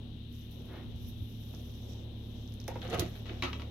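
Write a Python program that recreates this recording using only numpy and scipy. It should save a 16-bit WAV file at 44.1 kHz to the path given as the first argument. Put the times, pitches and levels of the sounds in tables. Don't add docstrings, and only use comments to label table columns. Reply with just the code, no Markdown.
import sys
import numpy as np
from scipy import signal
from scipy.fft import rfft, irfft, next_fast_len
from scipy.io import wavfile
from scipy.ndimage import map_coordinates

SR = 44100
rng = np.random.default_rng(int(sys.argv[2]) if len(sys.argv) > 2 else 0)


def to_wav(sig):
    pcm = np.clip(np.atleast_2d(sig), -1, 1) * 32767
    pcm = np.round(pcm).astype(np.int16)
    wavfile.write(sys.argv[1], SR, pcm.T)


def field_ratio(decibels):
    return 10 ** (np.asarray(decibels, dtype=float) / 20)


N = 163170
T = np.arange(SR // 3) / SR

# t/s, deep panel/dB, upper panel/dB, crackle/dB, crackle treble/dB
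PEEL = [(2.801, -48, -59, -90, -89), (2.82, -56, -52, -54, -75), (2.852, -70, -47.5, -56.5, -68),
        (2.87, -65, -51, -54.5, -73), (2.89, -64, -63, -62, -66), (2.91, -50, -49, -52.5, -59),
        (2.922, -55.5, -40.5, -50.5, -73), (2.941, -35.5, -35, -46, -46), (2.963, -44, -39.5, -59, -73),
        (2.978, -45, -42, -58, -60), (2.99, -33, -47, -48, -61), (3.01, -38.5, -36.5, -46, -74),
        (3.029, -45, -52, -62, -61), (3.065, -39, -52, -57, -62), (3.09, -68, -79, -74, -72),
        (3.16, -68, -81, -60.5, -75), (3.22, -74, -93, -76, -85)]
# f/Hz, width/Hz, level/dB
PANEL_MODES = [(87, 28, -2.5), (173.5, 20, -0.5), (253, 79, -9.5), (335, 56, -0.5), (450, 65, -3),
               (578, 64, -7.5), (718, 41, -4.5), (828, 146, -15), (1220, 163, -16.5), (2040, 840, -33),
               (2860, 220, -27)]
# f/Hz, level/dB
CRACKLE_COLOUR = [(800, -17), (1300, 2.5), (2000, 1), (2900, -2), (3700, 1.5), (4400, -4), (5500, -36)]
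# f/Hz, level/dB
FIZZ_COLOUR = [(3500, -30), (4800, -1), (6500, -0.5), (9000, 2), (13000, -8)]
# t/s, body/dB, snap/dB, t60/s, tilt/dB per octave
JOLTS = [(2.849, -49, -70, 0.074, 2.5), (2.884, -45, -70, .05, 0), (2.907, -52, -66, 0.064, 3),
         (2.927, -42.5, -64, 0.072, 2), (2.941, -40, -57, .06, 3.5), (2.951, -41.5, -60, 0.065, 2.5),
         (2.976, -46.5, -58, 0.071, 2), (2.9951, -36, -26, 0.17, -3), (3.02, -44, -50, 0.063, 0.5),
         (3.293, -48.5, -78, 0.33, -2)]
# t/s, body/dB, snap/dB
KNOCKS = [(2.679, -42.5, -39), (2.7, -49, -56), (2.715, -55.5, -60), (2.755, -45, -63)]
# f/Hz, width/Hz, level/dB
HANDLE_MODES = [(243, 37, -3), (390, 97, -1), (528, 44, 5), (690, 100, -2), (800, 60, 1.5), (930, 63, 1),
                (2230, 900, -20.5)]
# f/Hz, level/dB
SNAP_COLOUR = [(1000, -23), (2500, -5), (4000, 2), (6000, -1), (9000, 1), (14000, -0.5)]
# t/s, ring/dB, crack/dB, clatter t60/s, best-rung f/Hz, loss away from it/dB per octave
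RATTLES = [(3.155, -60, -55, 0.13, 2500, 7), (3.2571, -53.5, -44.5, 1, 2200, 5),
           (3.2945, -39.5, -51, 0.033, 2100, 32), (3.4237, -35, -27, 0.18, 1820, 2.5),
           (3.443, -42.5, -46, 0.14, 2600, 8), (3.435, -38.5, -29, 0.21, 504, 9),
           (3.451, -42, -47, 0.16, 1250, 5), (3.47, -42, -51, 0.14, 1300, 28),
           (3.486, -53, -46, 0.1, 1320, 7), (3.5308, -44, -34.5, 0.05, 2700, 2),
           (3.548, -59, -47, 0.098, 2500, 0), (3.597, -49, -45, 0.12, 1300, 4.5),
           (3.62, -55.5, -40, 0.13, 1800, 1)]
# f/Hz, level/dB, t60/s
SHELF_MODES = [(264, 2.5, 0.23), (352.5, 0.5, 0.13), (607, -2.5, 0.025), (983, -2.5, 0.1), (1139, 3, 0.072),
               (1298, -4, 0.079), (1425, -9, 0.063), (1800, -16, 0.15), (1996, -11, .07),
               (2280, 2.5, 0.022), (2545, -2.5, 0.043), (2867, 1, 0.028), (3260, -5.5, 0.072),
               (3720, -17, 0.082), (4016, -15, 0.1)]
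# f/Hz, level/dB
CLATTER_COLOUR = [(200, -9), (600, 8), (1200, 11.5), (1700, 3), (2500, 4.5), (4000, 3.5), (6000, -7),
                  (9000, -11), (14000, -17)]
CRACK_HZ = (2180, 2940, 3700)
# t/s, level/dB, f/Hz
SEAL_TICKS = [(1.549, -40.5, 5530), (2.477, -45.5, 5400), (2.523, -46, 5000), (2.540, -36, 9800),
              (2.602, -37, 5360), (2.607, -44, 12000), (2.616, -41.5, 4260), (2.642, -44, 5800),
              (2.668, -51, 4970), (2.744, -46, 4670), (2.8183, -32.5, 3440), (2.878, -44, 5500),
              (2.899, -41, 6900), (2.902, -33, 8160), (2.9275, -47, 2860), (2.946, -28, 2900),
              (3.022, -36, 2080), (2.978, -40, 12000)]
# t of the peak/s, level/dB, rise/s, t60/s, tilt/dB per octave
STEPS = [(.765, -51, .13, .4, -1), (1.538, -50, .007, .08, -4)]
# f/Hz, level/dB
SOLE_COLOUR = [(150, -14), (320, 6.5), (600, 0), (1000, -2.5), (2200, -10.5), (4000, -19), (8000, -43)]
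# f/Hz, t60/s
ROOM_T60 = [(200, 0.054), (2000, 0.29), (10000, 0.1)]
# f/Hz, level/dB
MIC_LEFT = [(200, -0.5), (500, -3.5), (1200, 0), (2000, 3), (3000, 5.5), (4000, 7.5), (5000, -2),
            (6600, -18), (7100, -61), (15000, -60)]
MIC_RIGHT = [(200, 1.5), (500, 3), (1200, -2), (1700, 3), (2100, 2), (3600, -2.5), (6200, 9.5),
             (8000, -4.5), (12500, 6.5), (15500, -7)]
# t/s, lower rustle/dB, upper rustle/dB (right side)
SLEEVE = [(0, -79, -90), (.3, -82, -78), (.33, -66, -64), (.43, -65, -65), (.49, -75, -72),
          (.505, -74, -73), (.515, -69, -61), (.57, -67.5, -67), (.66, -69, -67), (.78, -74, -71),
          (.95, -72, -76), (.97, -68, -70), (1.03, -64.5, -61), (1.065, -62, -64), (1.09, -60.5, -52.5),
          (1.13, -67.5, -69), (1.2, -70.5, -66), (1.38, -65, -63), (1.5, -64.5, -63), (1.66, -64, -63.5),
          (1.8, -65, -65), (1.92, -59, -65), (1.97, -64, -70), (2.03, -66, -72), (2.06, -77, -77.5),
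          (2.23, -70.5, -70.5), (2.42, -65, -68), (2.66, -74, -73), (2.75, -66.5, -69), (3.05, -66, -65),
          (3.14, -63.5, -68), (3.161, -62, -60.5), (3.259, -68, -73), (3.55, -63.5, -67), (3.7, -71, -76)]
# f/Hz, level/dB
CLOTH_LOWER = [(1500, -21), (3000, -14.5), (4300, -12.5), (5800, -2.5), (7000, -15.5), (8000, -17.5),
               (10000, -47)]
CLOTH_UPPER = [(6500, -58), (9200, -15), (10500, -9), (12500, -0.5), (14200, -8), (15800, -15.5)]
# t/s, level/dB (right side), f/Hz
CLOTH_TICKS = [(.326, -40, 12000), (.353, -43, 6000), (.513, -38, 12400), (.552, -46, 12000),
               (.62, -44, 11000), (.657, -39, 12500), (.733, -41, 12000), (.835, -49, 11500),
               (.962, -44, 11900), (1.74, -44, 4570), (1.935, -38, 5660)]
# t/s, level/dB
RUMBLE = [(.7, -70), (.86, -43.5), (.95, -43.5), (1.0, -49), (1.09, -41), (1.15, -53.5), (1.21, -40.5),
          (1.3, -60), (1.42, -77), (1.5, -82)]
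# f/Hz, level/dB
RUMBLE_COLOUR = [(30, -19.5), (60, 6), (110, 3), (160, -10.5), (250, -7), (500, -78)]
# t/s, f of the 12th order/Hz, level/dB, 8th order over that level/dB
FAN = [(0, 107, -47, -3), (.8, 108, -49, -3.5), (1.1, 108.4, -47, -5), (1.25, 108, -47, -3.5),
       (1.37, 107.5, -44, -12), (1.5, 107.1, -46.5, -1), (2.1, 107.1, -45, -3.5), (2.9, 107.1, -44, -4.5),
       (3.02, 107, -44.5, -2), (3.16, 107, -46, -4), (3.3, 107.5, -44, -3.5), (3.55, 108.5, -46, 4.5),
       (3.7, 108.8, -46.5, 1.5)]
# multiple of shaft speed, level re fan/dB, waver/dB
ORDERS = [(3.97, -9.5, 1), (12, -0.5, -0.54), (12.98, -10.5, -2), (16.07, -17.5, 2), (17.01, -14, -4.5),
          (23.24, -13.5, 2), (28.16, -23, -3.5)]
# f/Hz, level/dB rms before waver
MAINS = [(240, -54), (360, -72.5), (480, -75.5)]
# f/Hz, level/dB
AIR_LEFT = [(20, -32), (40, 2), (90, -2), (250, -5), (600, -26), (1000, -32), (1600, -33), (2200, -30),
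            (3000, -16), (3800, -13.5), (4500, -30), (5500, -44.5), (7500, -46), (13000, -44.5)]
AIR_RIGHT = [(20, -14), (40, -8), (90, -8), (250, -2.5), (700, -21.5), (1300, -34.5), (1900, -33),
             (2500, -39), (4300, -37), (6000, -37), (7000, -53), (8700, -49), (12500, -45), (15500, -55)]
# f/Hz, correlation
ALIKE = [(60, 0.91), (290, 0.91), (640, 0.38), (1400, 0.36), (3000, 0.051)]
# t/s, level/dB (-70 leaves it unchanged)
SWELL = [(0, -63.5), (.15, -68.5), (.4, -78), (.6, -61.5), (.9, -66), (1.3, -70.5), (1.6, -64.5),
         (1.8, -65.5), (1.85, -62), (2.07, -61.5), (2.15, -65.5), (2.3, -63.5), (2.6, -65.5), (3.2, -60),
         (3.7, -60)]


def unit(x):
    return x / np.sqrt(np.mean(x ** 2) + 1e-20)


def along(points, hz):
    f, v = np.transpose(points)
    return np.interp(np.log(hz + 1), np.log(f + 1), v)


def curves(rows):
    s, *cols = np.transpose(rows)
    return [np.interp(np.arange(N) / SR, s, c) for c in cols]


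def wobble(knots_per_s):
    knots = rng.standard_normal(int(N * knots_per_s / SR) + 4)
    return map_coordinates(knots, [np.arange(N) * knots_per_s / SR])


def filtered(x, response):
    m = next_fast_len(x.shape[-1] + 8192)
    spectrum = rfft(x, m) * response(np.fft.rfftfreq(m, 1 / SR))
    return irfft(spectrum, m)[..., :x.shape[-1]]


def coloured(x, colour):
    return unit(filtered(x, lambda hz: field_ratio(along(colour, hz))))


def grains(per_s, spread_db, channels=1):
    shape = (channels, N)
    chance = rng.random(shape)
    size_db = spread_db * np.minimum(rng.exponential(size=shape), 2.5)
    sign = rng.uniform(-0.85, 1, shape)
    return (chance < per_s / SR) * field_ratio(size_db) * sign


def add(track, s, sound):
    part = track[..., round(s * SR):][..., :sound.shape[-1]]
    part += sound[..., :part.shape[-1]]


def resonant(modes):
    def response(f):
        return sum((-1) ** k * field_ratio(db) * 1j * f * width / (c * c - f * f + 1j * f * width)
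                   for k, (c, width, db) in enumerate(modes))
    return response


def blow(response, db, snap_db, t60_s):
    body = filtered(rng.standard_normal(len(T)) * field_ratio(-60 * T / t60_s), response)
    snap_t60_s = 0.038
    snap = coloured(rng.standard_normal((2, len(T))), SNAP_COLOUR) * field_ratio(-60 * T / snap_t60_s)
    onset_rms = np.std(body[:SR // 30])
    return field_ratio(db) * body / onset_rms + field_ratio(snap_db) * snap


def peel():
    grains_per_s, spread_db, split_hz = 900, 1, 400
    silent = (-100, -100, -100, -100)
    rows = [(PEEL[0][0] - .01, *silent), *PEEL, (PEEL[-1][0] + .05, *silent)]
    deep_db, upper_db, crackle_db, fizz_db = curves(rows)
    slips = grains(grains_per_s, spread_db)
    deep = filtered(slips, resonant([m for m in PANEL_MODES if m[0] < split_hz]))
    upper = filtered(slips, resonant([m for m in PANEL_MODES if m[0] > split_hz]))
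    panel = field_ratio(deep_db) * unit(deep) + field_ratio(upper_db) * unit(upper)
    pops = grains(grains_per_s, spread_db, channels=2)
    crackle = field_ratio(crackle_db) * coloured(pops, CRACKLE_COLOUR)
    fizz = field_ratio(fizz_db) * coloured(pops, FIZZ_COLOUR)
    return panel + crackle + fizz


def door():
    out = peel()
    panel, handle = resonant(PANEL_MODES), resonant(HANDLE_MODES)
    for s, db, snap_db, t60_s, tilt_db in JOLTS:
        def tilted(f):
            return panel(f) * field_ratio(tilt_db * np.log2((f + 50) / 500))
        add(out, s, blow(tilted, db, snap_db, t60_s))
    for s, db, snap_db in KNOCKS:
        add(out, s, blow(handle, db, snap_db, t60_s=0.085))
    return out


def wire_ring(best_hz, loss_db):
    scatter_db, detune, rise_s = 2, 0.0099, 0.00043
    ring = 0
    for f, db, t60_s in SHELF_MODES:
        level_db = db + rng.normal(0, scatter_db) - loss_db * abs(np.log2(f / best_hz))
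        mode_hz = f * (1 + detune * rng.normal())
        ring = ring + field_ratio(level_db - 60 * T / t60_s) * np.sin(2 * np.pi * mode_hz * T)
    return ring * (1 - np.exp(-T / rise_s))


def clatter_noise(best_hz, loss_db):
    grain_db = 2.7 * rng.standard_normal(len(T) // 60 + 1).repeat(60)[:len(T)]
    colour = [(hz, db - loss_db / 2 * abs(np.log2(hz / best_hz))) for hz, db in CLATTER_COLOUR]
    return coloured(rng.standard_normal((2, len(T))) * field_ratio(grain_db), colour)


def shelves():
    clatter_db, crack_t60_s = -1.5, 0.0063
    out = np.zeros((2, N))
    for s, db, crack_db, t60_s, best_hz, loss_db in RATTLES:
        ring = wire_ring(best_hz, loss_db)
        noise = clatter_noise(best_hz, loss_db)
        clatter = noise * field_ratio(clatter_db - 60 * T / t60_s)
        crack = sum(np.sin(2 * np.pi * hz * T) for hz in CRACK_HZ) / 2 + 0.17 * noise
        add(out, s, field_ratio(db) * (ring + clatter) + crack * field_ratio(crack_db - 60 * T / crack_t60_s))
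    return out


def ticks(rows):
    cycles_to_60_db = 10.7
    out, t = np.zeros(N), T[:900]
    for s, db, hz in rows:
        tone = np.sin(2 * np.pi * hz * t) + 0.075 * rng.standard_normal(len(t))
        add(out, s, field_ratio(db - 60 * t * hz / cycles_to_60_db) * tone)
    return out


def sleeve():
    rub = 0
    for db, colour in zip(curves(SLEEVE), (CLOTH_LOWER, CLOTH_UPPER)):
        fibres = rng.standard_normal(N) + .4 * unit(grains(720, 2.2))
        rub = rub + field_ratio(db + 1.6 * wobble(67)) * coloured(fibres, colour)
    return (rub + ticks(CLOTH_TICKS)) * field_ratio([[-30], [0]])


def steps():
    out, t = np.zeros(N), np.arange(SR // 2) / SR
    for s, db, rise_s, t60_s, tilt_db in STEPS:
        rise = np.sin(np.pi / 2 * t / rise_s) ** 2
        swell = np.where(t < rise_s, rise, field_ratio(-60 * (t - rise_s) / t60_s))
        colour = [(hz, d + tilt_db * np.log2(hz / 500)) for hz, d in SOLE_COLOUR]
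        add(out, s - rise_s, field_ratio(db) * swell * coloured(rng.standard_normal(len(t)), colour))
    return out


def rumble():
    rows = [(0, -120), *RUMBLE, (RUMBLE[-1][0] + .05, -120)]
    noise = rng.standard_normal(N) + 0.5 * rng.standard_normal((2, N))
    return field_ratio(curves(rows)[0]) * coloured(noise, RUMBLE_COLOUR)


def fan_orders():
    waver_limit, eighth_multiple = 1.5, 8.05
    hz, db, eighth_db = curves(FAN)
    shaft = 2 * np.pi * np.cumsum(hz / 12) / SR
    fan = field_ratio(eighth_db) * np.sin(eighth_multiple * shaft)
    for multiple, order_db, waver_db in ORDERS:
        waver = waver_db * np.clip(wobble(5.12), -waver_limit, waver_limit)
        phase = 2 * np.pi * rng.random() + 0.13 * rng.standard_normal((2, 1))
        fan = fan + field_ratio(order_db + waver) * np.sin(multiple * shaft + phase)
    return field_ratio(db) * fan


def mains_hum():
    t = np.arange(N) / SR
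    return sum(field_ratio(db + wobble(4.06)) * np.sin(2 * np.pi * hz * t) for hz, db in MAINS)


def drone():
    return np.sqrt(2) * (fan_orders() + mains_hum())


def air():
    left_rms_db, swell_ref_db, lo_hz, hi_hz = -50, -70, 396, 1110

    def shares(hz):
        angle = np.arccos(np.clip(along(ALIKE, hz), -1, 1)) / 2
        return np.array([np.cos(angle), np.sin(angle)])

    common, apart = filtered(rng.standard_normal((2, N)), shares)
    pair = np.array([common + apart, common - apart])
    pair = filtered(pair, lambda hz: field_ratio([along(AIR_LEFT, hz), along(AIR_RIGHT, hz)]))
    pair = field_ratio(left_rms_db) * pair / np.std(pair[0])
    low_mids = filtered(pair, lambda hz: 1 / (1 + (lo_hz / (hz + 1)) ** 4) / (1 + (hz / hi_hz) ** 6))
    return pair + low_mids * (field_ratio(curves(SWELL)[0] - swell_ref_db) - 1)


def room(x):
    hz, t, z = signal.stft(rng.standard_normal((2, SR // 2)), SR, nperseg=256)
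    decay = field_ratio(-60 * t / along(ROOM_T60, hz)[:, None])
    tail = signal.istft(z * decay, SR, nperseg=256)[1]
    late = np.pad(x, (200, 0))[None]
    return signal.fftconvolve(late, tail / np.linalg.norm(tail[0]), axes=1)[:, :N]


def ports(x):
    left_lag_s = .00004

    def response(hz):
        colour = field_ratio([along(MIC_LEFT, hz), along(MIC_RIGHT, hz)])
        return colour * np.exp(-2j * np.pi * hz * [[left_lag_s], [0]])

    return filtered(x, response)


def scene():
    room_db = -5.5
    near = door() + shelves() + ticks(SEAL_TICKS) * field_ratio([[-4], [2]]) + steps()
    heard = ports(near + field_ratio(room_db) * room(near.mean(axis=0)))
    return heard + sleeve() + rumble() + drone() + air()


def low_pass(x):
    return signal.sosfilt(signal.butter(12, 16490, fs=SR, output="sos"), x)


def record(dry):
    mix = filtered(dry, lambda hz: np.where(hz < 15850, 1, field_ratio(-28)))
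    return low_pass(mix)


dry = scene()
out = record(dry)
to_wav(out)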